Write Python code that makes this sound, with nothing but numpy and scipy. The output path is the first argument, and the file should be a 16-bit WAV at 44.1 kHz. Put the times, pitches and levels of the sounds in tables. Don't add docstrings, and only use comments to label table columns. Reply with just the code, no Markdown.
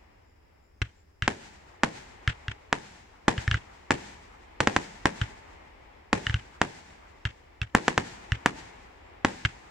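import sys
import numpy as np
from scipy import signal
from scipy.fft import rfft, irfft, next_fast_len
from scipy.io import wavfile
from scipy.ndimage import uniform_filter1d, minimum_filter1d, map_coordinates

SR = 44100
rng = np.random.default_rng(int(sys.argv[2]) if len(sys.argv) > 2 else 0)


def digitize_waveform(pressure):
    field = np.atleast_2d(pressure).T
    bounded = np.clip(field, -1, 1)
    quanta = np.round(bounded * 32767).astype(np.int16)
    wavfile.write(sys.argv[1], SR, quanta)


N = 427769
TIME_S = np.arange(N) / SR

# (frequency [Hz], relative density [dB per Hz])
NIGHT_SPECTRUM = [(12, -29.5), (20, -6.5), (43, -5.5), (74, 1.5), (123, -17), (459, -17), (513, -19.5),
                  (849, -25), (2080, -28.5), (4300, -44.5), (5080, -29), (6540, -48), (7110, -36),
                  (8180, -47.5), (16000, -47.5)]
# (start [s], pitch [Hz], relative level [dB])
CHIRPS = [(-.06, 7250, -82), (.255, 7200, -81), (.61, 7170, -80), (.745, 6350, -87), (0.95, 7250, -75),
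          (9.02, 7470, -80)]
# (frequency [Hz], correlation [1])
LIKENESS = [(60, 0.8), (130, 1.26), (290, 0.5), (640, -.5), (1410, 0.12), (3100, -0.03), (15000, 0)]
# (frequency [Hz], difference [dB])
BALANCE = [(200, 0), (380, 0), (700, 4.5), (1290, 2), (2380, 1.5), (8120, 2.5), (15000, -8)]
# (frequency [Hz], relative density [dB per Hz])
FAR_SPECTRUM = [(24, -33.5), (40, 0.5), (66, -0.5), (164, -20), (218, -16), (257, -12.5), (368, -9.5),
                (566, -11.5), (849, -8), (1470, -18), (2050, -13.5), (4300, -32), (7630, -49), (8590, -48),
                (12000, -59), (15600, -85.5), (22000, -120)]
EDGE_SPECTRUM = [(150, -28), (500, -18), (800, -2.5), (1150, 1), (1600, -3), (5000, -40)]
FIELD_SPECTRUM = [(59, -34.5), (100, -3), (210, -1), (244, -6), (302, -6), (335, -6), (558, -13),
                  (872, -0.5), (1130, -13.5), (1720, -5), (3320, -13.5), (7450, -17), (12100, -42.5),
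                  (15000, -48), (16000, -61.5)]
BOOM_SPECTRUM = [(60, -19), (130, -6), (185, 0), (260, -2.5), (330, -0.5), (480, -3), (900, -11),
                 (4000, -62)]
RATTLE_SPECTRUM = [(60, 0.5), (120, 7), (220, -2), (600, -11), (1050, -9), (1600, 1), (2400, -3.5),
                   (3100, -3), (4200, -16.5), (7800, -23), (10000, -46), (12500, -74)]
NEAR_SPECTRUM = [(30, -18), (100, -0.5), (200, 0.5), (320, -9.5), (420, -4), (620, -12), (900, -5),
                 (1350, -18), (1700, -7.5), (2500, -14), (4300, -23), (7600, -25.5), (10000, -36.5),
                 (16000, -82)]
# (delay [s], level [dB])
SLAPS = [(.0095, -27.5), (.0138, -22), (.024, -24), (.036, -28), (.047, -35.5)]
# (time [s], relative thump [dB], relative main ring [dB], relative overtones [dB])
LAUNCHES = [(0.8174, -17, -9.5, -5), (1.2226, -19.5, -3.8, -9.5), (2.2765, -14, 2.5, -6),
            (2.4821, -22.5, -10.5, -8), (3.3792, -20, -11.5, -14), (3.478, -14, -4.5, -18),
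            (3.5131, -17.5, -1.5, -1.5), (3.543, -16.5, -1.5, -14), (5.2144, -15.5, -8, -11),
            (6.2676, -24, -7.5, -6), (6.2965, -18, -6.5, -14), (6.3425, -14, -9, -4.5),
            (7.253, -19, -7, -5.5), (7.6162, -19, -13.5, -5), (8.32, -14, -2.5, -7),
            (9.4506, -19.5, 0, -3.5)]
# (frequency [Hz], relative density [dB per Hz])
THUMP_SPECTRUM = [(20, -24), (42, -6.5), (65, -0.5), (82, -3.5), (107, 2), (130, -6), (152, -9), (190, -31),
                  (260, -27), (600, -43.5), (1500, -49), (8000, -78)]
# (multiple of tube pitch [1], relative level [dB], t60 [s])
TUBE_MODES = [(.87, -13.5, 0.046), (1.0, 0.5, 0.016), (1.21, -3.5, .014)]
# (frequency [Hz], relative level [dB], t60 [s])
OVERTONES = [(2824, -1.5, 0.02), (3050, -6, 0.012)]
SNAP_MODES = [(3690, -3, 0.034), (4830, -11, 0.0091), (5580, -3.5, 0.018), (7300, -13.5, 0.015)]
# (time [s], relative blast [dB], overpressure length [s], angle above horizon [degrees])
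BURSTS = [(1.2789, 1.5, 0.00037, 23.8), (1.835, 4, 0.00038, 21.2), (2.7283, 4, 0.0003, 26),
          (3.282, 4.5, 0.00059, 21.9), (3.9076, 2.5, 0.00046, 21.8), (4.6049, 1.5, 0.00036, 20.7),
          (4.6732, 3.5, 0.00049, 23.1), (4.7643, 3.5, 0.00034, 24), (5.0565, 5.5, 0.0004, 23.4),
          (6.130, 1, 0.00062, 22.9), (6.6161, 5, 0.00041, 26.5), (7.7503, 11.5, 0.00039, 23.3),
          (7.8815, 6, 0.00038, 25.4), (7.9786, 3, 0.00035, 24), (8.4607, 9, .00032, 26.1),
          (9.2486, 3.5, 0.00045, 22.9)]
# (frequency [Hz], relative density [dB per Hz])
BANG_SPECTRUM = [(100, 0.5), (300, -2.26), (550, -7.5), (950, -1), (1300, -1.5), (1750, 3.5), (2300, -2),
                 (3000, -1.5), (4200, -7), (7400, -2), (8600, -13.5), (12000, -25), (16000, -33)]

NIGHT_DB = -61
EARLIER_BURST_S = -0.58
FAR_DB, FAR_ATTACK_S, FAR_HOLD_S, FAR_T60_S = -57.5, 0.26, 0.51, 3.5
EDGE_DB, EDGE_DELAY_S, EDGE_ATTACK_S, EDGE_HOLD_S, EDGE_T60_S = -61, 0.357, 0.056, 0.03, 0.33
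FIELD_DB, FIELD_RIM_S, FIELD_RISE_DB, FIELD_DB_PER_DOUBLING, AIR_DB_PER_S = -47, 0.14, 4.5, 9.5, 4
RATTLE_DB, RATTLE_T60_S = -32.5, 0.16
TUBE_HZ = 1694
SNAP_DB, SNAP_DB_PER_DB = 0.5, 1.4
EAR_HEIGHT_M, SOUND_M_PER_S = 1.6, 343
USUAL_DB, USUAL_LENGTH_S, USUAL_DEGREES = 5, 0.0004, 23.4
FRONT_HZ, FRONT_OCTAVES_PER_DB, FRONT_OCTAVES_PER_DOUBLING = 11500, 0.14, -0.9
GROUND_DB, GROUND_DB_PER_DEGREE, GROUND_DB_PER_DB = -8.5, -0.63, -0.68
SCATTER_DB, SCATTER_DB_PER_DB, SCATTER_DB_PER_DOUBLING, SCATTER_DB_PER_DEGREE = 4.5, 0.3, 5, -0.66
CUTOFF_HZ = 16600


def from_db(db):
    return 10 ** (np.asarray(db) / 20)


def at_hz(points, hz):
    known_hz, value = np.transpose(points)
    return np.interp(np.log(np.maximum(hz, 1)), np.log(known_hz), value)


def add(out, start_s, sound):
    i = int(round(start_s * SR))
    out[..., i:i + sound.shape[-1]] += sound[..., :N - i]


def diffuse(spectrum):
    size = next_fast_len(N)
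    hz = np.arange(size // 2 + 1) * SR / size
    mid, side = rfft(rng.standard_normal((2, size)))
    alike = np.clip(at_hz(LIKENESS, hz), -1, 1)
    signs = np.array([[1], [-1]])
    pair = np.sqrt(1 + alike) * mid + signs * np.sqrt(1 - alike) * side
    colour_db = at_hz(spectrum, hz) + signs * at_hz(BALANCE, hz) / 2
    noise = irfft(pair * from_db(colour_db) * (hz > 10), size)[:, :N]
    return noise / np.sqrt(np.mean(noise ** 2))


def night():
    return from_db(NIGHT_DB) * diffuse(NIGHT_SPECTRUM)


def crickets(length_s=0.086, strokes_per_s=80, level_db=6.0, droop=0.012):
    out = np.zeros(N)
    t = np.arange(int(length_s * SR)) / SR
    stroke = t * strokes_per_s % 1
    shape = np.sin(np.pi * stroke) ** 2 * np.sqrt(np.abs(np.sin(np.pi * t / length_s)))
    for start_s, hz, db in CHIRPS:
        tone = np.sin(2 * np.pi * np.cumsum(hz * (1 - droop * (stroke - 0.5))) / SR)
        chirp = from_db(db + level_db) * shape * tone
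        add(out, max(start_s, 0), chirp[max(0, int(-start_s * SR)):])
    return out


def dying(level_db, t60_s):
    return from_db(level_db - 60 * TIME_S[TIME_S < t60_s] / t60_s)


def rolling(level_db, attack_s, hold_s, t60_s, delay_s=0):
    t = TIME_S[TIME_S < delay_s + attack_s + hold_s]
    rise = np.clip((t - delay_s) / attack_s, 0, 1)
    return np.r_[from_db(level_db) * rise, dying(level_db, t60_s)]


def spreading():
    t = TIME_S[:N // 3]
    reach = t / FIELD_RIM_S
    rise_db = FIELD_RISE_DB * np.maximum(1 - reach, 0)
    distance_db = FIELD_DB_PER_DOUBLING * np.log2(np.maximum(reach, 1))
    return from_db(FIELD_DB - rise_db - distance_db - AIR_DB_PER_S * t)


def returns(hits, envelope, size=25):
    power, total = envelope ** 2, np.zeros(N)
    for start_s, db in hits:
        add(total, max(start_s, 0), power[max(0, int(-start_s * SR)):] * from_db(db) ** 2)
    return uniform_filter1d(np.sqrt(total), size)


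def swell(rate_hz, depth_db, size=4096):
    knots = rng.normal(0, 1, size)
    return from_db(depth_db * map_coordinates(knots, [TIME_S * rate_hz], mode="wrap"))


def scatter_db(db, length_s, degrees):
    doublings = np.log2(length_s / USUAL_LENGTH_S)
    return (SCATTER_DB + SCATTER_DB_PER_DB * (db - USUAL_DB) + SCATTER_DB_PER_DOUBLING * doublings
            + SCATTER_DB_PER_DEGREE * (degrees - USUAL_DEGREES))


def echoes(first_db=-24, first_t60_s=0.027, near_db=-32.0, near_t60_s=0.18, boom_db=-38, boom_t60_s=0.38,
           launch_share_db=-13, earlier_db=-3.5):
    high = [(s, scatter_db(db, length_s, degrees)) for s, db, length_s, degrees in BURSTS]
    low = [(s, ring_db / 2) for s, _, ring_db, _ in LAUNCHES]
    every = [(s, db / 2) for s, db in high]
    every += [(s, db + launch_share_db) for s, db in low]
    every += [(EARLIER_BURST_S, earlier_db)]

    first = returns(high, dying(first_db, first_t60_s))
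    near = np.hypot(first, returns(high, dying(near_db, near_t60_s)))
    boom = returns(high, dying(boom_db, boom_t60_s))
    edge = returns(every, rolling(EDGE_DB, EDGE_ATTACK_S, EDGE_HOLD_S, EDGE_T60_S, EDGE_DELAY_S))
    rattle = returns(low, dying(RATTLE_DB, RATTLE_T60_S))
    field = returns(every, spreading())
    far = returns(every, rolling(FAR_DB, FAR_ATTACK_S, FAR_HOLD_S, FAR_T60_S))

    out = near * diffuse(NEAR_SPECTRUM) * swell(rate_hz=350, depth_db=3.5)
    out += boom * diffuse(BOOM_SPECTRUM)
    out += edge * diffuse(EDGE_SPECTRUM)
    out += rattle * diffuse(RATTLE_SPECTRUM) * swell(rate_hz=120, depth_db=5.5)
    out += field * diffuse(FIELD_SPECTRUM) * swell(rate_hz=29, depth_db=1.8)
    out += far * diffuse(FAR_SPECTRUM) * swell(rate_hz=5.7, depth_db=1.03)
    return out


def slaps(direct, low_hz=170, high_hz=3500, spread_ms=0.15):
    out = np.zeros((2, N))
    band = signal.butter(1, [low_hz, high_hz], "band", fs=SR, output="sos")
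    dull = signal.sosfilt(band, direct)
    for k, (delay_s, db) in enumerate(SLAPS):
        for ear in range(2):
            offset_s = (-1) ** (k + ear) * spread_ms / 1000 / 2
            add(out[ear], delay_s + offset_s, from_db(db) * dull[ear])
    return out


def causal_pulse(spectrum, size=8192):
    hz = np.arange(size // 2 + 1) * SR / size
    cepstrum = irfft(np.log(from_db(at_hz(spectrum, hz))))
    fold = np.r_[1, np.full(size // 2 - 1, 2), np.zeros(size // 2)]
    pulse = irfft(np.exp(rfft(cepstrum * fold)))
    return pulse / -pulse.min()


def ring(modes, db, t, scale=1, detune=0.037, uneven_db=2.5, ear_db=1.84):
    hz, mode_db, t60_s = np.transpose(modes)
    off, strength, ear = rng.standard_normal((3, len(modes)))
    tones = np.sin(2 * np.pi * np.outer(hz * scale * (1 + detune * off), t))
    waves = tones * np.exp(-np.log(1000) * np.outer(1 / t60_s, t))
    waves = waves / np.linalg.norm(waves, axis=1, keepdims=True)
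    ears_db = np.outer([1, -1], ear_db * ear)
    return from_db(db + mode_db + uneven_db * strength + ears_db) @ waves


def launches(thump_db=-1.5, mouth_hz=1230, air_hz=7800, size=4096):
    out, t = np.zeros((2, N)), np.arange(size) / SR
    puff = causal_pulse(THUMP_SPECTRUM, size=size)
    mouth = signal.butter(7, mouth_hz, "high", fs=SR, output="sos")
    air = signal.butter(5, air_hz, fs=SR, output="sos")
    for start_s, puff_db, main_db, overtone_db in LAUNCHES:
        crack = ring(TUBE_MODES, main_db, t, TUBE_HZ)
        crack += ring(OVERTONES, overtone_db, t)
        crack += ring(SNAP_MODES, SNAP_DB + SNAP_DB_PER_DB * puff_db, t)
        shot = signal.sosfilt(mouth, crack) + from_db(puff_db + thump_db) * puff
        add(out, start_s, signal.sosfilt(air, shot))
    return out


def shock_front_hz(db, length_s):
    doublings = np.log2(length_s / USUAL_LENGTH_S)
    octaves = FRONT_OCTAVES_PER_DB * (db - USUAL_DB) + FRONT_OCTAVES_PER_DOUBLING * doublings
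    return FRONT_HZ * 2 ** octaves


def ground_bounce(db, degrees):
    delay_s = 2 * EAR_HEIGHT_M * np.sin(np.radians(degrees)) / SOUND_M_PER_S
    angle_db = GROUND_DB_PER_DEGREE * (degrees - USUAL_DEGREES)
    return delay_s, GROUND_DB + angle_db + GROUND_DB_PER_DB * (db - USUAL_DB)


def bangs(ground_hz=3200, left_lag_ms=0.027, left_share=0.2, level_db=2.0, size=2048):
    out = np.zeros((2, N))
    hz = np.arange(size // 2 + 1) * SR / size
    s = 2j * np.pi * hz
    lead_s = size / 2 / SR
    left = from_db(left_share * at_hz(BALANCE, hz)) * np.exp(-s * left_lag_ms / 1000)
    ears = np.array([left, np.ones_like(left)]) * from_db(at_hz(BANG_SPECTRUM, hz) + level_db)
    for start_s, db, length_s, degrees in BURSTS:
        delay_s, echo_db = ground_bounce(db, degrees)
        front = 1 / (1 + 1j * hz / shock_front_hz(db, length_s))
        blast = SR * s * length_s ** 2 / (1 + s * length_s) ** 2 * front
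        ground = 1 + from_db(echo_db) * np.exp(-s * delay_s) / (1 + 1j * hz / ground_hz)
        spectrum = from_db(db) * blast * ground * ears * np.exp(-s * lead_s)
        add(out, start_s - lead_s, irfft(spectrum))
    return out


def scene(launch_slap_db=-6):
    high, low = bangs(), launches()
    close = slaps(high + from_db(launch_slap_db) * low)
    return night() + crickets() + echoes() + close + low + high


def record(dry, size=21, overload_db=4.0):
    clipped = np.clip(dry, -from_db(overload_db), from_db(overload_db))
    allowed = 1 / np.maximum(np.abs(clipped), 1)
    gain = uniform_filter1d(minimum_filter1d(allowed, size), size)
    low_pass = signal.cheby2(14, 40, CUTOFF_HZ, fs=SR, output="sos")
    return signal.sosfiltfilt(low_pass, clipped * gain)


dry = scene()
out = record(dry)
digitize_waveform(out)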